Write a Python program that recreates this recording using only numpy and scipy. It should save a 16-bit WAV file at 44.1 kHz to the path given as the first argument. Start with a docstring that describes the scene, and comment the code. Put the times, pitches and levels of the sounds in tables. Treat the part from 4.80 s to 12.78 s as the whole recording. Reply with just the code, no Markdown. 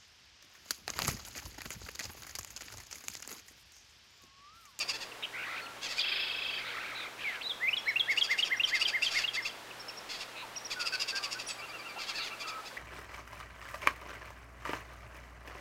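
"""A small bird, probably a starling, sings a rapid three-note whistled figure, again and again.
Its two-sided voice box makes whistles from near-pure tones that slide in pitch: pips, slurs, a trill, warbles.
Rasps, squeaks and a buzz come from uneven pulses that ring the resonances of its throat.
The calls ring on briefly and the trees answer with a faint echo; behind are still air and a low mains hum."""
import sys
import numpy as np
from scipy import signal
from scipy.fft import rfft, irfft
from scipy.io import wavfile

SR = 44100
rng = np.random.default_rng(int(sys.argv[2]) if len(sys.argv) > 2 else 0)


def store_pcm(level_fs):
    """Save levels as 16-bit WAV."""
    pcm = np.round(np.clip(level_fs, -1, 1) * 32767).astype(np.int16)
    wavfile.write(sys.argv[1], SR, np.atleast_2d(pcm).T)


N = 351905
TIME = np.arange(N) / SR

# the figure, an arch then a rising and a falling chirp:
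# [start of the rise t/s, arch length scale t/s, arch top f/Hz, rise f/Hz, effort level/dB]
FIGURES = [(2.928, 0.076, 2290, 3055, -2), (3.157, .066, 2244, 2825, 0), (3.373, 0.079, 2210, 2943, 0.2),
           (3.586, 0.075, 2145, 2955, -.5), (3.796, 0.064, 2114, 2886, 0.04),
           (4.012, 0.082, 2130, 2950, -1), (4.221, .07, 2150, 2803, -1.7), (4.438, 0.069, 2198, 2910, -2.5),
           (4.651, 0.069, 2140, 2795, -7.5)]
# levels at an effort of 0 dB; FOLLOWS is the dB gained for each dB of effort
ARCH_LEAD_S, ARCH_DB, ARCH_FOLLOWS = .068, -26.5, 0.73   # the arch's middle comes this long before the rise
RISE_S, RISE_DB = 0.02, -26
# the falling chirp fails first as effort drops; FALL_RATIO is its pitch over the arch's
FALL_LAG_S, FALL_S, FALL_RATIO, FALL_DB, FALL_FOLLOWS = .037, 0.021, 1.458, -25, 2.84

# rasping syllables: [middle t/s, level before the swell/dB]
RASPS = [(.017, -31), (.102, -32), (3.32, -39), (3.385, -36.5), (3.448, -35), (3.52, -36), (3.595, -36),
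         (3.665, -36.5), (3.963, -33), (4.018, -31), (4.088, -31.5), (4.242, -31.5), (4.325, -39),
         (4.358, -36), (4.388, -31), (4.556, -34.5), (5.422, -42.5), (6.015, -34.5), (6.072, -32),
         (6.145, -32), (6.218, -31.5), (6.298, -33.5), (6.371, -33.5), (6.447, -34), (6.53, -36.5),
         (6.608, -38.5), (6.705, -38)]
# resonances of the throat in a rasp: [f/Hz, width f/Hz, level/dB]
RASP_THROAT = [(1326, 380, -6.5), (2676, 400, 3.5), (3650, 530, 2), (4820, 690, 4.5), (5350, 360, -3),
               (6880, 190, -5), (8050, 830, -9), (11100, 490, -16.5)]
# two rough tones at the core of a full-strength rasp: [f/Hz, level/dB]
RASP_TONES = [(2700, -5), (4820, -1)]
FULL_RASP_DB, TONES_FOLLOW = -32, 1.1   # the tones sink by this many dB for each dB that a rasp is softer
# the pulse rate bows over and sags through a syllable
RASP_BOW_OCTAVES, RASP_SAG_OCTAVES = .35, .5

# runs of scratches: [middle of the first t/s, middle of the last t/s, level/dB, fade by the end level/dB]
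SCRATCH_RUNS = [(1.053, 1.19, -38, 0), (4.27, 4.42, -38.5, 0), (5.33, 5.41, -43.5, 2),
                (7.224, 7.458, -39.5, .5)]
# resonances of the throat in a scratch or a squeak: [f/Hz, width f/Hz, level/dB]
SCRATCH_THROAT = [(2170, 630, 0.5), (2543, 280, 1.5), (3470, 160, 1), (4620, 1180, 7), (6210, 550, -5),
                  (6730, 1100, -14), (10800, 1000, -18)]
SYLLABLE_GAP_S = .075   # about; the run is divided evenly before the slowing
RUN_SLOWING = .08   # gaps start this share shorter than their mean and end as much longer

# squeaks with a falling pitch: [middle t/s, mid pitch f/Hz, fall/octaves, level before the swell/dB]
SQUEAKS = [(.153, 887, 0.47, -39.5), (.226, 948, .4, -40), (3.893, 1155, 0.66, -35.5),
           (4.668, 1174, 0.41, -37), (5.311, 702, 0.32, -40.5), (5.356, 653, .2, -43.5),
           (5.924, 1180, .45, -35.5), (7.617, 1220, 0.38, -41.5), (7.69, 1290, 0.069, -40),
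           (7.872, 1247, 0.47, -45.5)]
SQUEAK_S = .046

TRILL_START_S, TRILL_END_S, TRILL_GAP_S = 1.246, 1.777, .038
TRILL_DB, TRILL_UNEVEN_DB = -31.5, 1.5   # level before each blip's own; random spread
# blips of one trill beat: [lag t/s, length t/s, f/Hz, level/dB, fade/dB per s]
TRILL_BLIPS = [(-.011, .014, 3300, -6, 5), (0, .015, 2610, -3.5, 0)]
# the buzz under the trill swells to an early accent, then holds
BUZZ_START_S, BUZZ_S, BUZZ_ATTACK_S, BUZZ_RELEASE_S, BUZZ_DB = 1.21, .615, 0.028, 0.03, -43.8
ACCENT_S, ACCENT_WIDTH_S, ACCENT_DB = 1.355, 0.12, 6
# resonances of the throat in the buzz: [f/Hz, width f/Hz, level/dB]
BUZZ_THROAT = [(1770, 240, -10.5), (2420, 490, -2), (3290, 310, 0), (3730, 170, -9.5), (4820, 180, -5)]

# fast warbles: [start t/s, length t/s, first bottom pitch f/Hz, glide/Hz per s, swing f/Hz,
# level/dB, roughness/0-1]
WARBLES = [(0.527, 0.13, 1846, 3398, 754, -38.5, 0.21), (.635, .185, 1896, 800, 549, -41, .7),
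           (1.769, 0.52, 2023, 50, 520, -42, .75), (1.837, 0.11, 3000, 2000, 1210, -46, 0.83),
           (2.378, .2, 2500, -2500, 1090, -43, 0.79)]
WARBLE_ATTACK_S, WARBLE_RELEASE_S = 0.039, 0.024

# long sliding whistles, one curve each: [t/s, f/Hz, level/dB]
SLURS = [
    [(2.44, 2452, -39.5), (2.484, 2136, -33), (2.536, 1770, -49), (2.59, 1510, -47)],
    [(2.626, 4560, -47), (2.644, 3700, -42.5), (2.672, 4036, -35.5), (2.684, 3950, -43)],
    [(2.8, 1633, -48), (2.834, 2030, -30.5), (2.87, 2090, -32.5), (2.892, 2580, -24), (2.896, 2530, -32),
     (2.906, 1980, -55)],
]
# short straight slides: [start t/s, length t/s, from f/Hz, to f/Hz, level/dB, roughness/0-1]
GLIDES = [(0.423, 0.036, 2480, 2700, -42, 0.47), (0.432, 0.024, 3030, 3090, -38.5, 0.34),
          (0.425, 0.019, 3600, 3850, -43, 0.1), (0.811, 0.12, 1360, 1381, -49, 0.08),
          (.815, 0.046, 4380, 4300, -52.5, 0), (1.181, 0.017, 2460, 2430, -33, 0),
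          (1.191, 0.0092, 4800, 4880, -28.5, 0.24), (1.196, 0.01, 3860, 3060, -30.5, 0.16),
          (1.203, 0.018, 3850, 3760, -31.5, 0.96), (2.15, .095, 4000, 3540, -46, .3),
          (2.609, 0.017, 2280, 3350, -39.5, 0.6), (2.694, 0.028, 3850, 3230, -33.5, 0.12),
          (3.053, 0.082, 4120, 4030, -47, 0.07), (5.552, 0.082, 2620, 2490, -47, 0.48),
          (5.562, 0.069, 3950, 3880, -50.5, 0.53), (5.622, 0.033, 1047, 850, -46.5, 0.15),
          (5.961, 0.1, 1495, 1380, -41, 0.03), (6.123, 0.043, 1560, 1480, -38, 0.07),
          (6.327, 0.063, 1563, 1600, -39.5, 0.1), (6.384, 0.12, 1229, 1090, -49, 0.2),
          (6.55, 0.03, 1460, 1520, -43.5, 0.1), (6.672, 0.021, 9400, 9900, -46, 0.2),
          (6.681, 0.058, 7700, 7900, -49, .12), (7.158, 0.029, 686, 1000, -46.5, 0.15),
          (7.354, 0.094, 4560, 3900, -42, 0.78), (7.652, 0.16, 1290, 1279, -45.5, 0.15),
          (7.968, .03, 1950, 2200, -37, 0.36)]

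# thin high pips: [start t/s, top pitch f/Hz, level/dB]
PIPS = [(2.903, 5450, -50), (2.98, 5580, -46.5), (3.084, 5550, -45.5), (3.764, 5750, -46),
        (3.847, 5750, -43.5), (4.621, 5450, -45), (4.996, 5550, -45.5), (5.081, 5470, -41.5),
        (5.17, 5600, -45), (5.761, 5750, -38), (5.847, 5720, -40), (6.664, 5850, -43.5)]
PIP_S, PIP_DROP = .025, .19   # PIP_DROP is the share by which a pip ends under its top

# runs of soft chuckles: [first start t/s, last start t/s, rough gap t/s, length t/s, f/Hz,
# upward bow/share, fall/share, level/dB]
CHUCKLE_RUNS = [(6.812, 7.62, .115, .052, 2760, .07, .02, -45.5),
                (6.778, 7.7, .102, .052, 2330, -.06, .02, -48.5),
                (6.786, 7.186, .1, .03, 4700, -.02, .09, -49)]

# soft falling chips: [start t/s]
CHIP_TIMES = [0.313, .858, 4.903, 5.087, 5.753]
CHIP_S, CHIP_FROM_HZ, CHIP_TO_HZ, CHIP_DB = 0.0193, 3150, 2350, -45.5

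# faint ringing after the calls: [f/Hz]
RING_HZ = [1356, 3305, 4000, 4620, 6350]
# tone colour of the still air: [f/Hz, relative level/dB]
AIR = [(15, -43), (25, -11.5), (69, -11), (116, -21.5), (169, -10), (495, -2.13), (1350, -3), (3650, -10),
       (7800, -19), (15500, -27)]
AIR_DB, HUM_HZ, HUM_DB = -48.1, 118.6, -68.5
IMAGE_HZ, CUTOFF_HZ = 16000, 15750


def from_db(db):
    """Turn decibels into a plain gain."""
    return 10 ** (np.asarray(db) / 20)


def rms_one(x):
    """Scale a sound to an average strength (rms) of 1."""
    return x / np.sqrt(np.mean(np.abs(x) ** 2) + 1e-20)


def turn(hz):
    """Running phase of a moving frequency."""
    return 2 * np.pi * np.cumsum(hz) / SR


def wander(width_hz, size):
    """Slowly drifting complex noise, rms about 1; a larger width drifts faster."""
    r = np.exp(-np.pi * width_hz / SR)
    white = rng.standard_normal(size + SR // 4) + 1j * rng.standard_normal(size + SR // 4)
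    # the first quarter second lets the filter settle
    smooth = signal.lfilter([1], [1, -2 * r, r * r], white)[SR // 4:]
    return rms_one(smooth)[:size]


def add(out, start, sound):
    """Lay a sound into the track at its time."""
    at = round(start * SR)
    sound = sound[max(-at, 0):max(N - at, 0)]
    out[max(at, 0):max(at, 0) + len(sound)] += sound


def along(rows):
    """Columns of a curve, sample by sample over its own span."""
    s, *columns = np.transpose(rows)
    times = np.arange(s[0], s[-1], 1 / SR)
    return [np.interp(times, s, c) for c in columns]


def clock(length):
    """Seconds since a sound began."""
    return TIME[:max(round(length * SR), 8)]


def swell(length):
    """A rounded rise and fall."""
    return np.sin(np.linspace(0, np.pi, max(round(length * SR), 8))).clip(0)


def envelope(t, attack, release):
    """A rounded attack, a hold and a rounded release."""
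    rise = np.sin(np.pi / 2 * np.clip(t / attack, 0, 1))
    return rise * np.sin(np.pi / 2 * np.clip((t[-1] - t) / release, 0, 1))


def beats(first, last, gap):
    """Even times from the first to the last, about a gap apart."""
    return np.linspace(first, last, round(abs(last - first) / gap) + 1)


def whistle(hz, gain, jitter=.006, shimmer=.1, second_db=-36):
    """One side of the voice box: a near sine, slightly unsteady, with a faint octave."""
    size = len(hz)
    phase = turn(hz * (1 + jitter * wander(488, size).real))
    soft_ends = signal.windows.tukey(size, min(1, SR / 300 / size))
    gain = gain * (1 + shimmer * wander(640, size).real) * soft_ends
    return np.sqrt(2) * gain * (np.sin(phase) + from_db(second_db) * np.sin(2 * phase))


def throat(resonances, bend, pulse_hz, jitter, breath):
    """Uneven pulses and breath ring resonances that all bend together."""
    size = len(bend)
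    cycles = np.floor(turn(pulse_hz * np.exp(jitter * wander(900, size).real)) / (2 * np.pi))
    pulses = rms_one(np.diff(cycles, prepend=0) * from_db(rng.normal(0, 1, size)))
    drive = pulses + breath * rng.standard_normal(size)
    out = 0
    for hz, width_hz, level_db in resonances:
        r = np.exp(-np.pi * width_hz * np.sqrt(2) / SR)
        # shift the resonance down to 0 Hz, filter there, and shift it back
        carrier = np.exp(1j * turn(hz * bend))
        ring = carrier * signal.lfilter([1], [1, -2 * r, r * r], drive / carrier)
        out = out + from_db(level_db) * rms_one(ring.real)
    return out


def arch(length, hz, level_db, drop=.32, width=.27, loudness=1.45, linger=0.233):
    """One push of breath lifts pitch and level together; it tops mid-way and lingers on the way down."""
    span = length * 1.5
    t = clock(span) - span / 2
    push = 1 / (1 + (t / (width * length * (1 + linger * (t > 0)))) ** 2 / 2) ** 2
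    return whistle(hz * (1 - drop * (1 - push)), from_db(level_db) * push ** loudness)


def chirp(length, hz, level_db, scoop, settle, sag, attack, release, jitter):
    """The pitch starts off the note by a share (scoop), settles on it and sags as the breath stops."""
    t = clock(length)
    ratio = 1 + scoop * np.exp(-t / settle) - sag * (t / t[-1]) ** 4
    return whistle(hz * ratio, from_db(level_db) * envelope(t, attack, release), jitter=jitter)


def figures():
    """The three-note figure: breath-pushed arch, rise and fall; the first follows a slur and has no arch."""
    out = np.zeros(N)
    for start, length, hz, _, effort_db in FIGURES[1:]:
        note = arch(length, hz, ARCH_DB + ARCH_FOLLOWS * effort_db)
        # the middle falls ARCH_LEAD_S before the rise, so the note starts half its span earlier
        add(out, start - ARCH_LEAD_S - len(note) / SR / 2, note)
    for start, _, hz, rise_hz, effort_db in FIGURES:
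        rise = chirp(RISE_S, rise_hz, RISE_DB + effort_db, scoop=-0.203, settle=0.0051,
                     sag=0.017, attack=0.004, release=0.0076, jitter=0.0034)
        fall = chirp(FALL_S, FALL_RATIO * hz, FALL_DB + FALL_FOLLOWS * effort_db, scoop=0.39, settle=0.0037,
                     sag=0.046, attack=0.0083, release=0.0053, jitter=0.014)
        add(out, start, rise)
        add(out, start + FALL_LAG_S, fall)
    return out


def rasps(table, resonances, tones, length, arch, pulse_hz, jitter, breath, colour_db=2.0, tone_jitter=0.017):
    """Harsh syllables: tones and resonances lift as the bill opens, pulses sag, each has its own colour."""
    out = np.zeros(N)
    for middle, level_db in table:
        opening = swell(length * np.exp(.05 * rng.standard_normal()))
        size = len(opening)
        through = np.linspace(-.5, .5, size)
        # the throat tunes up mid-syllable and ends a little lower than it began
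        bend = (1 + arch * (opening - 1 - through)) * (1 + 0.0115 * rng.standard_normal())
        coloured = [(hz, width_hz, db + colour_db * rng.standard_normal()) for hz, width_hz, db in resonances]
        octaves = RASP_BOW_OCTAVES * (opening - 1) - RASP_SAG_OCTAVES * through + .2 * rng.standard_normal()
        voice = rms_one(throat(coloured, bend, pulse_hz * 2 ** octaves, jitter, breath))
        for hz, tone_db in tones:
            tone_gain = from_db(tone_db + TONES_FOLLOW * (level_db - FULL_RASP_DB))
            voice = voice + whistle(hz * bend, tone_gain, jitter=tone_jitter, shimmer=0.44)
        grain = rms_one(from_db(3 * wander(400, size).real))
        sound = from_db(level_db) * opening ** 0.94 * grain * rms_one(voice)
        add(out, middle - size / SR / 2, sound)
    return out


def syllables(runs):
    """Each run slows a little and may fade toward its end: rows of (middle s, level dB)."""
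    rows = []
    for first, last, level_db, fade_db in runs:
        for done in np.linspace(0, 1, len(beats(first, last, SYLLABLE_GAP_S))):
            middle = first + (last - first) * done * (1 - RUN_SLOWING * (1 - done))
            rows.append((middle, level_db - fade_db * done ** 2))
    return rows


def squeaks(bow_octaves=.35):
    """Clearer syllables: regular pulses give a stack of partials that bows over and falls in the throat."""
    out = np.zeros(N)
    for middle, hz, fall, level_db in SQUEAKS:
        opening = swell(SQUEAK_S)
        size = len(opening)
        pitch = hz * 2 ** (bow_octaves * (opening - 1) - fall * np.linspace(-.5, .5, size))
        voice = throat(SCRATCH_THROAT, np.ones(size), pitch, jitter=.06, breath=.28)
        add(out, middle - SQUEAK_S / 2, from_db(level_db) * opening ** 0.58 * rms_one(voice))
    return out


def trill(dip=0.039, throb_db=3):
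    """Quick pairs of whistled blips; a buzz from the other side of the voice box swells between beats."""
    out, buzz = np.zeros(N), np.zeros(N)
    centres = beats(TRILL_START_S, TRILL_END_S, TRILL_GAP_S)
    for centre in centres:
        for lag, length, hz, gain_db, fade_db_per_s in TRILL_BLIPS:
            shape = swell(length)
            faded_db = TRILL_DB + gain_db - fade_db_per_s * (centre - TRILL_START_S)
            level_db = faded_db + TRILL_UNEVEN_DB * rng.standard_normal()
            scoop = 1 + dip * (.8 - shape) + 0.018 * rng.standard_normal()
            blip = whistle(hz * scoop, from_db(level_db) * shape, jitter=0.015)
            add(out, centre + lag - length / 2 + rng.normal(0, .0008), blip)
    t = clock(BUZZ_S)
    now = BUZZ_START_S + t
    beat = 2 * np.pi * (now - TRILL_START_S) / (centres[1] - centres[0])
    accent_db = ACCENT_DB * np.exp(-((now - ACCENT_S) / ACCENT_WIDTH_S) ** 2)
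    buzz_db = BUZZ_DB + accent_db + throb_db * np.sin(beat)
    bend = 1 + 0.092 * wander(213, len(t)).real
    voice = throat(BUZZ_THROAT, bend, pulse_hz=380, jitter=.13, breath=.05)
    add(buzz, BUZZ_START_S, from_db(buzz_db) * envelope(t, BUZZ_ATTACK_S, BUZZ_RELEASE_S) * voice)
    # cut the buzz steeply above 5250 Hz
    return out + signal.sosfilt(signal.ellip(8, .5, 50, 5250, fs=SR, output="sos"), buzz)


def warbles(per_s=48, hurry_per_s=38, settle_s=.12, under_ratio=.68, under_db=-4.5, top_dip_db=7, grit_db=-8):
    out = np.zeros(N)
    for start, length, start_hz, glide_hz_per_s, swing_hz, level_db, rough in WARBLES:
        t = clock(length)
        size = len(t)
        bottom_hz = (start_hz + glide_hz_per_s * t) * (1 + .15 * rough * wander(80, size).real)
        rate = (per_s + hurry_per_s * np.exp(-t / settle_s)) * np.exp(rough * wander(80, size).real)
        # 0 at the bottom of a V, up to 1 at its top
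        height = np.minimum(2 * t / settle_s, 1) * np.abs(np.sin(turn(rate) / 2)) ** 1.5
        level_db = level_db + 2 * rough * wander(18, size).real
        # each voice is loudest at its own bottom
        upper_gain = from_db(level_db - top_dip_db * height)
        upper = whistle(bottom_hz + swing_hz * height, upper_gain, jitter=.07 * rough, shimmer=.7 * rough)
        lower_hz = under_ratio * (bottom_hz + swing_hz * (1 - height) / 2)
        lower_gain = from_db(level_db + under_db - top_dip_db * (1 - height))
        lower = whistle(lower_hz, lower_gain, jitter=.1 * rough, shimmer=.7 * rough)
        pulses = throat([(3570, 1500, 0)], np.ones(size), pulse_hz=310, jitter=0.98, breath=0)
        grit = rough * from_db(level_db + grit_db) * pulses
        add(out, start, envelope(t, WARBLE_ATTACK_S, WARBLE_RELEASE_S) * (upper + lower + grit))
    return out


def slurs():
    """Long whistles that slide through several pitches."""
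    out = np.zeros(N)
    for rows in SLURS:
        hz, level_db = along(rows)
        add(out, rows[0][0], whistle(hz, from_db(level_db)))
    return out


def glides(flutter_hz=250, swing_hz=520, scatter_hz=420):
    """Short slides; a fast flutter of the membrane turns the rough ones into buzzes."""
    out = np.zeros(N)
    for start, length, from_hz, to_hz, level_db, rough in GLIDES:
        shape = swell(length)
        size = len(shape)
        flutter = turn(flutter_hz * (1 + 0.246 * wander(195, size).real))
        shake_hz = swing_hz * np.sin(flutter) + scatter_hz * wander(760, size).real
        hz = np.linspace(from_hz, to_hz, size) + rough * shake_hz
        gain = from_db(level_db) * shape ** 0.11 * (1 + 0.74 * rough * np.cos(flutter))
        add(out, start, whistle(hz, gain))
    return out


def pips():
    """Tiny high hooks: steeply up, a rounded top, and a longer leg steeply down."""
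    out = np.zeros(N)
    shape = swell(PIP_S)
    through = np.linspace(-.9, 1, len(shape))
    for start, hz, level_db in PIPS:
        pitch = hz * (1 - PIP_DROP * np.abs(through) ** 3)
        add(out, start, whistle(pitch, from_db(level_db) * shape ** .25))
    return out


def chuckles(octave_db=-5):
    """Soft arched notes and dipping notes repeat out of step; each sounds with its lower octave."""
    out = np.zeros(N)
    for first, last, gap, length, hz, bow, fall, level_db in CHUCKLE_RUNS:
        shape = swell(length)
        pitch = hz * (1 + bow * (shape - 1) - fall * np.linspace(-.5, .5, len(shape)))
        gain = from_db(level_db) * shape ** 0.66
        for start in beats(first, last, gap):
            note = whistle(pitch, gain, jitter=0.03)
            low_note = whistle(pitch / 2, gain * from_db(octave_db), jitter=0.056)
            add(out, start, note + low_note)
    return out


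def chips():
    """Soft, quick whistles that slide straight down."""
    out = np.zeros(N)
    shape = swell(CHIP_S)
    pitch = np.linspace(CHIP_FROM_HZ, CHIP_TO_HZ, len(shape))
    for start in CHIP_TIMES:
        add(out, start, whistle(pitch, from_db(CHIP_DB) * shape, jitter=0.045))
    return out


def ringing(x, ring_db=-1, t60=0.07):
    """Narrow resonances ring on after each call, dying by 60 dB in t60 seconds."""
    decay = from_db(-60 * TIME[:SR] / t60)
    tones = sum(np.sin(2 * np.pi * hz * TIME[:SR]) for hz in RING_HZ)
    ring = tones * decay * 2 / decay.sum()
    return from_db(ring_db) * signal.fftconvolve(x, ring)[:N]


def trees(x, t60=0.49, near_db=-15.5, near_t60=0.73, far_db=-18.5, dull_hz=6000):
    """Nearby branches scatter the song almost at once; the wood beyond returns a duller tail."""
    t = TIME[:SR]
    # sparse random echoes, none in the first 3 ms
    near = rng.standard_normal(SR) * (rng.random(SR) < .02) * from_db(-60 * t / near_t60) * (t > .003)
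    far = rng.standard_normal(SR) * from_db(-60 * t / t60) * (1 - np.exp(-t / 0.01))
    far = signal.sosfilt(signal.butter(2, min(dull_hz, SR / 3), fs=SR, output="sos"), far)
    echo = (from_db(near_db) * rms_one(near) + from_db(far_db) * rms_one(far)) / np.sqrt(SR)
    return signal.fftconvolve(x, echo)[:N]


def background():
    """Still air is steady noise shaped in tone colour; the mains hum is one low tone that wavers in level."""
    hz, level_db = np.transpose(AIR)
    noise_hz = np.arange(N // 2 + 1) * SR / N
    colour = from_db(np.interp(np.log(noise_hz + 1), np.log(hz), level_db))
    air = rms_one(irfft(rfft(rng.standard_normal(N)) * colour, N))
    hum = np.sqrt(2) * np.sin(2 * np.pi * HUM_HZ * TIME) * (1 + 0.35 * wander(7.9, N).real)
    return from_db(AIR_DB) * air + from_db(HUM_DB) * hum


def scene():
    """The whole song, its ringing and echo, and the background."""
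    chatter = rasps(RASPS, RASP_THROAT, RASP_TONES, length=.05, arch=0.0785,
                    pulse_hz=640, jitter=.065, breath=.17)
    scratches = rasps(syllables(SCRATCH_RUNS), SCRATCH_THROAT, [], length=.085, arch=0.21,
                      pulse_hz=680, jitter=.055, breath=.3)
    whistles = figures() + slurs() + glides() + pips() + chuckles() + chips()
    bird = whistles + chatter + scratches + squeaks() + trill() + warbles()
    return (bird + ringing(bird) + trees(bird) + background())[None]


def record(dry, image_db=-32):
    """Coarse resampling mirrors the sound faintly into the treble; the very top is cut."""
    mirrored = dry * 2 * np.cos(2 * np.pi * IMAGE_HZ * TIME)
    mirrored = signal.sosfilt(signal.butter(2, 12500, "high", fs=SR, output="sos"), mirrored)
    top_cut = signal.ellip(12, .1, 80, CUTOFF_HZ, fs=SR, output="sos")
    return signal.sosfilt(top_cut, dry + from_db(image_db) * mirrored)


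dry = scene()
out = record(dry)
store_pcm(out)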